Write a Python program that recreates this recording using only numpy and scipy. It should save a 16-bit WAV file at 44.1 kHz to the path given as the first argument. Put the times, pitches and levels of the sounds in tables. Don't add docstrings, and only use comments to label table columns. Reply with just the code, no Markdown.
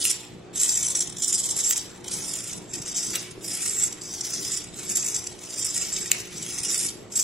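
import sys
import numpy as np
from scipy import signal
from scipy.io import wavfile
from scipy.ndimage import uniform_filter1d

SR = 44100
rng = np.random.default_rng(int(sys.argv[2]) if len(sys.argv) > 2 else 0)


def output_pcm(signal):
    pcm = np.clip(np.atleast_2d(signal).T, -1, 1) * 32767
    wavfile.write(sys.argv[1], SR, np.round(pcm).astype(np.int16))


def field_ratio(decibels):
    return 10 ** (np.asarray(decibels, dtype=float) / 20)


N = 318843


def evened(x):
    return x / np.sqrt(np.mean(x ** 2) + 1e-20)


def read(points, hz):
    f, value = np.transpose(points)
    return np.interp(np.log(hz + 1), np.log(f + 1), value)


def slow(rate_hz):
    size = int(SR / 16 / rate_hz)
    coarse = rng.standard_normal(N // 16 + 2)
    coarse = evened(uniform_filter1d(uniform_filter1d(coarse, size), size))
    return np.interp(np.arange(N) / 16, np.arange(len(coarse)), coarse)


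def add(mix, start_s, sound):
    part = mix[:, max(round(start_s * SR), 0):][:, :sound.shape[1]]
    part += sound[:, :part.shape[1]]


# pitch_hz, density_db (dB per Hz)
AIR_SPECTRUM = [(12, -50), (20, -20.5), (115, -3), (143, -5), (178, 0.5), (270, -9.5), (357, 1.5),
                (387, -4.5), (470, -10), (774, -11), (966, -14), (7510, -32.5), (15000, -62)]
# pitch_hz, left_right_likeness (-1 to 1)
COHERENCE = [(60, 0.67), (180, 0.71), (550, 0.32), (1650, 0.63), (4970, 0.35), (15000, -0.077)]


def air():
    frames, hz = N // 256 + 5, np.fft.rfftfreq(1024, 1 / SR)
    a, b, c, d, patches = rng.standard_normal((frames, 513, 5)).T
    patches = evened(uniform_filter1d(uniform_filter1d(patches, 6, 0), 20, 1))
    same = np.clip(read(COHERENCE, hz), -1, 1)[:, None]
    left = a + 1j * b
    right = same * left + np.sqrt(1 - same ** 2) * (c + 1j * d)
    z = np.array([left, right]) * field_ratio(read(AIR_SPECTRUM, hz)[:, None] + 2.42 * patches)
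    return field_ratio(-45) * evened(signal.istft(z, nperseg=1024, noverlap=768)[1][:, :N])


# multiple_of_mains, level_db (rms)
MAINS_HARMONICS = [(2, -58.5), (3, -60), (4, -61), (5, -57.5), (6, -55), (7, -59.5), (8, -62.5)]
MAINS_HZ = 59.94


def buzz():
    turn = 2 * np.pi * MAINS_HZ * np.arange(N) / SR
    out = np.zeros(N)
    for k, db in MAINS_HARMONICS:
        out += np.sqrt(2) * field_ratio(db + 2.0 * slow(9.3)) * np.cos(k * turn + 0.39 * slow(14.0))
    return out


# start_s, level_db, pitch_hz, ring_s
FRAME_KNOCKS = [
    (2.771, -35, 295, 0.011),
    (2.802, -30.5, 144, 0.012),
    (3.377, -29.5, 377, 0.0098),
]


def knocks():
    out, t = np.zeros((1, N)), np.arange(3000) / SR
    for at, db, hz, ring in FRAME_KNOCKS:
        add(out, at, field_ratio(db) * (np.sin(2 * np.pi * hz * t) * np.exp(-t / ring))[None])
    return out


# pitch_hz, density_db (dB per Hz)
CASE_RESPONSE = [(590, -31), (1000, -28), (1370, -17.5), (1590, -22.5), (2270, -18), (2960, -10.5),
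                 (3690, -13), (4190, -11.5), (5460, -2), (7460, -1.5), (8090, -2), (8770, -0.5),
                 (10700, -7.5), (12100, -16.5), (15800, -19.5)]
# pitch_hz, width_hz, level_db
CASE_RESONANCES = [(1934, 180, 7), (2246, 43, 10.5), (2520, 19, 6.5), (2830, 22, -13.5), (3680, 180, 3),
                   (2920, 230, -1), (4300, 370, -3.5), (4610, 27, 9), (5686, 120, 5.5), (7550, 490, 7.5),
                   (7735, 79, 5), (8130, 110, -25), (8080, 93, -12)]
PART_BORDERS = [0, 2950, 4350, 5300, 6200, 7000, 7900, 9200, 10500, 12000, 22050]


def case_parts():
    hz = abs(np.fft.fftfreq(4096, 1 / SR))
    gain_db = read(CASE_RESPONSE, hz)
    for f, width, db in CASE_RESONANCES:
        gain_db = gain_db + db / (1 + (2 * (hz - f) / width) ** 2)
    parts = []
    for lo, hi in zip(PART_BORDERS, PART_BORDERS[1:]):
        outside_hz = np.maximum(np.maximum(lo - hz, hz - hi) + 60, 0)
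        log_gain = np.maximum(gain_db - outside_hz / 20, -100) * np.log(10) / 20
        causal = np.exp(np.conj(signal.hilbert(log_gain)))
        parts.append(np.fft.ifft(causal).real[:2048])
    size = np.linalg.norm(parts, axis=1, keepdims=True)
    size[:2] = np.linalg.norm(parts[:2])
    size[2:-1] = np.linalg.norm(parts[2:-1])
    return parts / size


def shares(db, mount_db, lean, focus, fizz_db, plate_db=0):
    centre_hz = np.add(PART_BORDERS[2:-2], PART_BORDERS[3:-1])[:, None] / 2
    octave = np.log2(centre_hz / 7200)
    zones_db = 40 * lean * octave - focus * octave ** 2
    flat = 0 * zones_db[0]
    return field_ratio(db + np.vstack([mount_db + plate_db + flat, mount_db + flat, zones_db, fizz_db + flat]))


# start_s, fastest_s, stop_s
TILT_TIMES = [(-0.06, 0.083, 0.125), (0.53, 0.63, 1.035), (1.155, 1.25, 1.795), (2.03, 2.14, 2.535),
              (2.66, 2.76, 2.92), (2.93, 2.99, 3.155), (3.16, 3.2, 3.215), (3.405, 3.7, 3.87),
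              (3.99, 4.45, 4.58), (4.73, 4.97, 5.2), (5.375, 5.7, 6.085), (6.1, 6.15, 6.21),
              (6.29, 6.8, 6.9), (7.1, 7.2, 7.3)]
# spun_up_db, fastest_db, stop_db
TILT_EFFORTS = [(-33, -28, -35), (-32.5, -27, -35), (-36, -32, -34.5), (-44, -34, -39.5),
                (-46.5, -45, -42.5), (-30.5, -33, -36), (-37, -45, -40.5), (-40, -29.5, -34.5),
                (-41.5, -34, -34.5), (-44, -32, -34), (-45, -30.5, -38.5), (-42, -46, -39.5),
                (-43.5, -29, -40.5), (-37.5, -28, -31)]
SPIN_UP_S, SPIN_UP_DB = 0.038, -19.5
BRAKE_S, BRAKE_DB, COAST_DB_PER_S = 0.015, -7.5, 95


def grinding_db(t):
    power = 1e-12
    for (start, fastest, stop), (first_db, top_db, last_db) in zip(TILT_TIMES, TILT_EFFORTS):
        db = np.interp(t, [start, start + SPIN_UP_S, fastest, stop, stop + BRAKE_S],
                       [first_db + SPIN_UP_DB, first_db, top_db, last_db, last_db + BRAKE_DB])
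        coast_s = np.maximum(t - stop - BRAKE_S, 0)
        power = power + (t >= start) * field_ratio(db - COAST_DB_PER_S * coast_s) ** 2
    return 10 * np.log10(power)


# start_s, length_s, level_db, lean_octaves
MOTOR_SURGES = [(0.040, 0.039, -22.5, 0.31), (0.094, 0.018, -22, 0.33), (0.595, 0.054, -23.5, 0.063),
                (0.688, 0.0077, -22, -0.21), (0.827, 0.039, -22, 0.009), (0.951, 0.018, -17.5, -.03),
                (1.005, 0.017, -18, -0.012), (1.221, 0.022, -21.5, 0.11), (1.278, 0.03, -22.5, .19),
                (1.327, 0.033, -20.5, 0.033), (1.380, 0.019, -23, 0.12), (1.436, 0.022, -26, 0.062),
                (1.489, 0.034, -25.5, 0.027), (1.564, .05, -23.5, 0.18), (1.636, 0.1, -24.5, 0.19),
                (1.759, 0.02, -24, 0.26), (2.112, 0.025, -26.5, .05), (2.734, 0.026, -30, -0.021),
                (2.856, 0.071, -32, -0.032), (2.946, 0.061, -30, -0.039), (3.783, 0.1, -29, -0.064),
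                (4.333, 0.017, -27, -0.061), (4.954, 0.029, -23.5, 0.2), (5.143, 0.022, -24, -0.051),
                (5.645, 0.02, -23.5, 0.36), (5.742, 0.036, -23.5, 0.24), (6.63, 0.032, -29.5, 0.13),
                (6.694, 0.022, -30, -0.12), (6.788, 0.083, -25.5, .2), (7.155, 0.017, -20.5, 0.18)]
# start_s, level_db
GEAR_JOLTS = [(0.0257, -23.5), (0.562, -30), (0.579, -25), (0.885, -22.5), (0.7756, -26), (0.905, -22),
              (0.992, -21), (1.733, -24), (2.339, -27.5), (2.474, -37), (3.0745, -33), (3.483, -30),
              (3.552, -27), (3.623, -28), (3.6604, -26), (3.836, -22), (4.141, -29), (4.2118, -24),
              (4.2705, -30), (4.449, -36), (4.521, -28), (4.5746, -35), (4.897, -24.5), (5.046, -28.5),
              (5.595, -25), (5.628, -24), (5.826, -26), (5.966, -27.5), (6.589, -28), (7.1986, -19.5),
              (1.076, -28.5), (1.0992, -32), (1.1267, -37), (1.169, -31), (1.188, -34), (2.0466, -36),
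              (2.083, -28.5), (2.516, -48), (2.5314, -29.5), (2.5794, -37.5), (2.821, -30.5), (3.2047, -37),
              (3.313, -38), (3.445, -43), (3.9274, -29.5), (4.017, -33), (4.643, -33.5), (4.7412, -39),
              (4.792, -30), (5.2415, -32), (5.272, -27.5), (5.3261, -41), (5.393, -40), (6.0596, -33),
              (6.3578, -40), (6.427, -33), (6.4648, -33.5), (6.8913, -26), (7.1245, -35.5), (1.215, -38)]
CONTROL_HZ, PULSE_S = 55.7, 0.0075
SURGE_RISE_S, SURGE_FALL_S, SURGE_THROB_DB = 0.0015, 0.0033, 2


def motor_pulses(tick_s, tick_db):
    chance = rng.standard_normal((len(tick_s), 2))
    kicks = zip(tick_s, tick_db - 7.5 + chance[:, 0], 0.32 * chance[:, 1])
    singles = [*kicks, *((at, db, 0) for at, db in GEAR_JOLTS)]
    return [*MOTOR_SURGES, *((at - PULSE_S / 2, PULSE_S / 2, db, lean) for at, db, lean in singles)]


def pulse_shape(u, length):
    rise, fall = np.minimum(u, 0) / SURGE_RISE_S, np.maximum(u - length, 0) / SURGE_FALL_S
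    throb_db = SURGE_THROB_DB * (np.cos(2 * np.pi * CONTROL_HZ * (u - .004)) - 2.5)
    return np.exp(-rise ** 2 - fall ** 2) * field_ratio(throb_db) ** 2


# start_s, fizz_db, rasp_db, length_s
LINKAGE_SCRAPES = [
    (0.018, -48, -46, 0.035),
    (1.687, -27, -53, 0.045),
    (3.132, -35.5, -33, 0.05),
    (3.18, -61, -44.5, 0.13),
    (6.093, -41, -37.5, 0.064),
]


def scrapes(power):
    for at, fizz_db, rasp_db, length in LINKAGE_SCRAPES:
        swell = signal.windows.tukey(round(length * SR), .7)
        add(power[1:2], at, field_ratio(rasp_db - 4.5) ** 2 * swell[None])
        plate_and_fizz = power[::len(power) - 1]
        add(plate_and_fizz, at, field_ratio(np.array([[rasp_db], [fizz_db]])) ** 2 * swell)


# start_s, mount_share_db, plate_over_arm_db, lean_octaves, focus_db (per octave squared)
CASE_POSES = [(0.05, 5.8, -5.5, 0.00043, -2.5), (0.3, 3, 1.5, -0.084, 2), (0.65, 3, -1.5, 0.17, 1.5),
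              (1.0, 0, -3.5, 0.032, 20), (1.4, 1, -5, -0.021, -0.5), (1.75, 2.5, -1, -0.11, 2),
              (2.3, 0.6, 1, 0.068, -5.5), (2.8, -1, 0.5, -0.033, 0), (3.1, 1.5, 0.5, -0.12, -5),
              (3.5, 1, 2.4, 0.072, -14), (3.8, -0.9, 2.8, 0.15, 9), (4.1, -3, 0.7, -0.21, 0),
              (4.5, 2.2, 0, -0.1, -4.5), (5.1, -0.5, 1.5, 0.05, -2), (5.7, -1.5, 1, -0.19, 3),
              (6.1, 3.5, 2.5, -0.054, -12.5), (6.7, 2.5, 1, 0.019, -6), (7.2, -3.5, -0.3, -0.042, 1)]
FIZZ_DB = -12.5
SLACK_S, SLACK_DB = 0.025, -2.5


def effort():
    t = np.arange(N) / SR
    s, *columns = np.transpose(CASE_POSES)
    turned_db, plate_db, lean, focus = (np.interp(t, s, c) for c in columns)
    level_db = grinding_db(t)
    for at, *_ in MOTOR_SURGES:
        level_db[round((at - SLACK_S) * SR):round(at * SR)] += SLACK_DB
    mount_db = np.minimum(-12 - 0.43 * (level_db + 33.5) + turned_db, 8)
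    cycles = np.cumsum(CONTROL_HZ + 0.74 * slow(6.6)) / SR
    grind_db = level_db + 1.3 * np.cos(2 * np.pi * cycles) + 1.66 * slow(76)
    power = shares(grind_db, mount_db, lean, focus, FIZZ_DB, plate_db) ** 2
    ticks = np.flatnonzero(np.diff(np.floor(cycles)))
    for at, length, db, tilt in motor_pulses(t[ticks], level_db[ticks]):
        u = t[:round((length + .026) * SR)] - .006
        here = min(round(at * SR), N - 1)
        gain = shares(db, mount_db[here] - 3.5, lean[here] + tilt, focus[here], FIZZ_DB - 16.5, plate_db[here])
        add(power, at + u[0], gain ** 2 * pulse_shape(u, length))
    scrapes(power)
    return power * field_ratio(np.array([1.72 * slow(60) for _ in power])) ** 2


# start_s, level_db, mount_share_db, fizz_share_db, ring_s
SLACK_SNAPS = [
    (0.0519, -15, 4, 0, 0.0013),
    (1.7082, -13.5, -0.5, -7, 0.0016),
    (3.1548, -17, 0, -9, 0.0036),
    (4.97, -18, -16, -5, 0.0021),
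    (6.1159, -2.5, -0.5, -9, 0.00046),
]


def snaps(blows):
    t = np.arange(900) / SR
    chatter = np.gradient(np.sign(rng.standard_normal((len(SLACK_SNAPS), 900))), axis=1)
    chatter[:, :2] = field_ratio(8.5) * np.array([1, -1])
    chatter = signal.lfilter(*signal.butter(2, 1600, "high", fs=SR), chatter)
    for (at, db, mount_db, fizz_db, ring), noise in zip(SLACK_SNAPS, chatter):
        add(blows, at, shares(db, mount_db, 0, 0, fizz_db, 6) * noise * np.exp(-t / ring))


TEETH_PER_S = 7000


def servo():
    size = field_ratio(1.3 * np.minimum(rng.exponential(1, N), 5)) * rng.standard_normal(N)
    teeth = evened(size * (rng.random(N) < TEETH_PER_S / SR))
    rubbing = 0.66 * rng.standard_normal(N)
    blows = evened(teeth + rubbing) * np.sqrt(effort())
    snaps(blows)
    return signal.oaconvolve(blows, case_parts(), axes=1)[:, :N].sum(0)


def shimmer(x):
    z = signal.stft(x, nperseg=1024)[2]
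    streaks = rng.standard_normal(z.shape)
    for axis in (0, 1):
        streaks = uniform_filter1d(streaks, size=3, axis=axis)
    return signal.istft(z * evened(field_ratio(3.17 * evened(streaks))), nperseg=1024)[1][:N]


# pitch_hz, t60_s
ROOM_DECAY = [(1000, 0.57), (4000, 0.57), (8000, 0.13), (14000, 0.56)]


def room_tail():
    taps = np.zeros((2, SR))
    at = np.arange(300, SR - 20, 20) + rng.integers(0, 20, (2, (SR - 301) // 20))
    np.put_along_axis(taps, at, rng.choice([-1., 1.], at.shape), 1)
    hz, t, z = signal.stft(taps, SR, nperseg=256)
    tail = signal.istft(z * field_ratio(-60 * t / read(ROOM_DECAY, hz)[:, None]), SR, nperseg=256)[1]
    return field_ratio(-7.5) * tail / np.linalg.norm(tail[0])


def placed(x):
    out = signal.fftconvolve(x[None], room_tail(), axes=1)[:, :N]
    pose, n = np.arange(N) / SR * 5.5, np.arange(300)
    lags = 0.85 * np.linspace(0.096, 1.23, 6)
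    for k in range(6):
        near = rng.standard_normal((2, 300)) * np.exp(-n / 42.0)
        near *= (rng.random((2, 300)) < .15) * (n > 20)
        near /= np.linalg.norm(near, axis=1, keepdims=True)
        near = signal.lfilter(*signal.butter(2, 5000, "high", fs=SR), near)
        lag = lags[k * 5 % 6] * np.array([[.5], [-.5]])
        direct = np.sinc(n - 16 - lag) * np.clip(1 - ((n - 16) / 16) ** 2, 0, 1)
        weight = np.cos(np.pi / 2 * np.clip((pose - k) % 6 - 1, -1, 1)) ** 2
        out += signal.oaconvolve((x * weight)[None], direct + field_ratio(-1) * near, axes=1)[:, 16:N + 16]
    return out


def scene():
    return air() + buzz() + knocks() + placed(shimmer(servo()))


# pitch_hz, level_db
MASKING = [(1200, -14), (2600, -5), (4500, -5), (5200, -14), (10800, -12), (12000, 1), (15500, 2)]
TOP_HZ = 15800


def thinned(x):
    hz, _, z = signal.stft(np.pad(x, ((0, 0), (135, 0))), SR, "cosine", 2048, 1024)
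    power = (abs(z) ** 2).mean(0)
    around = np.log(uniform_filter1d(power, size=61, axis=0) + 1e-20)
    around = np.exp(uniform_filter1d(around, size=3, axis=1))
    banded = np.add.reduceat(power, np.arange(0, 1025, 14), axis=0) / 14
    banded = np.repeat(banded, 14, axis=0)[:1025]
    weighed = np.where(hz[:, None] > 11300, banded, uniform_filter1d(power, size=7, axis=0))
    kept = weighed > around * field_ratio(read(MASKING, hz)[:, None]) ** 2
    z = z * kept * (hz < TOP_HZ)[:, None]
    return signal.istft(z, SR, "cosine", 2048, 1024)[1][:, 135:N + 135]


def top_cut(x):
    return signal.sosfilt(signal.butter(12, 16450, fs=SR, output="sos"), x)


def record(dry):
    mix = thinned(dry)
    return top_cut(mix)


dry = scene()
out = record(dry)
output_pcm(out)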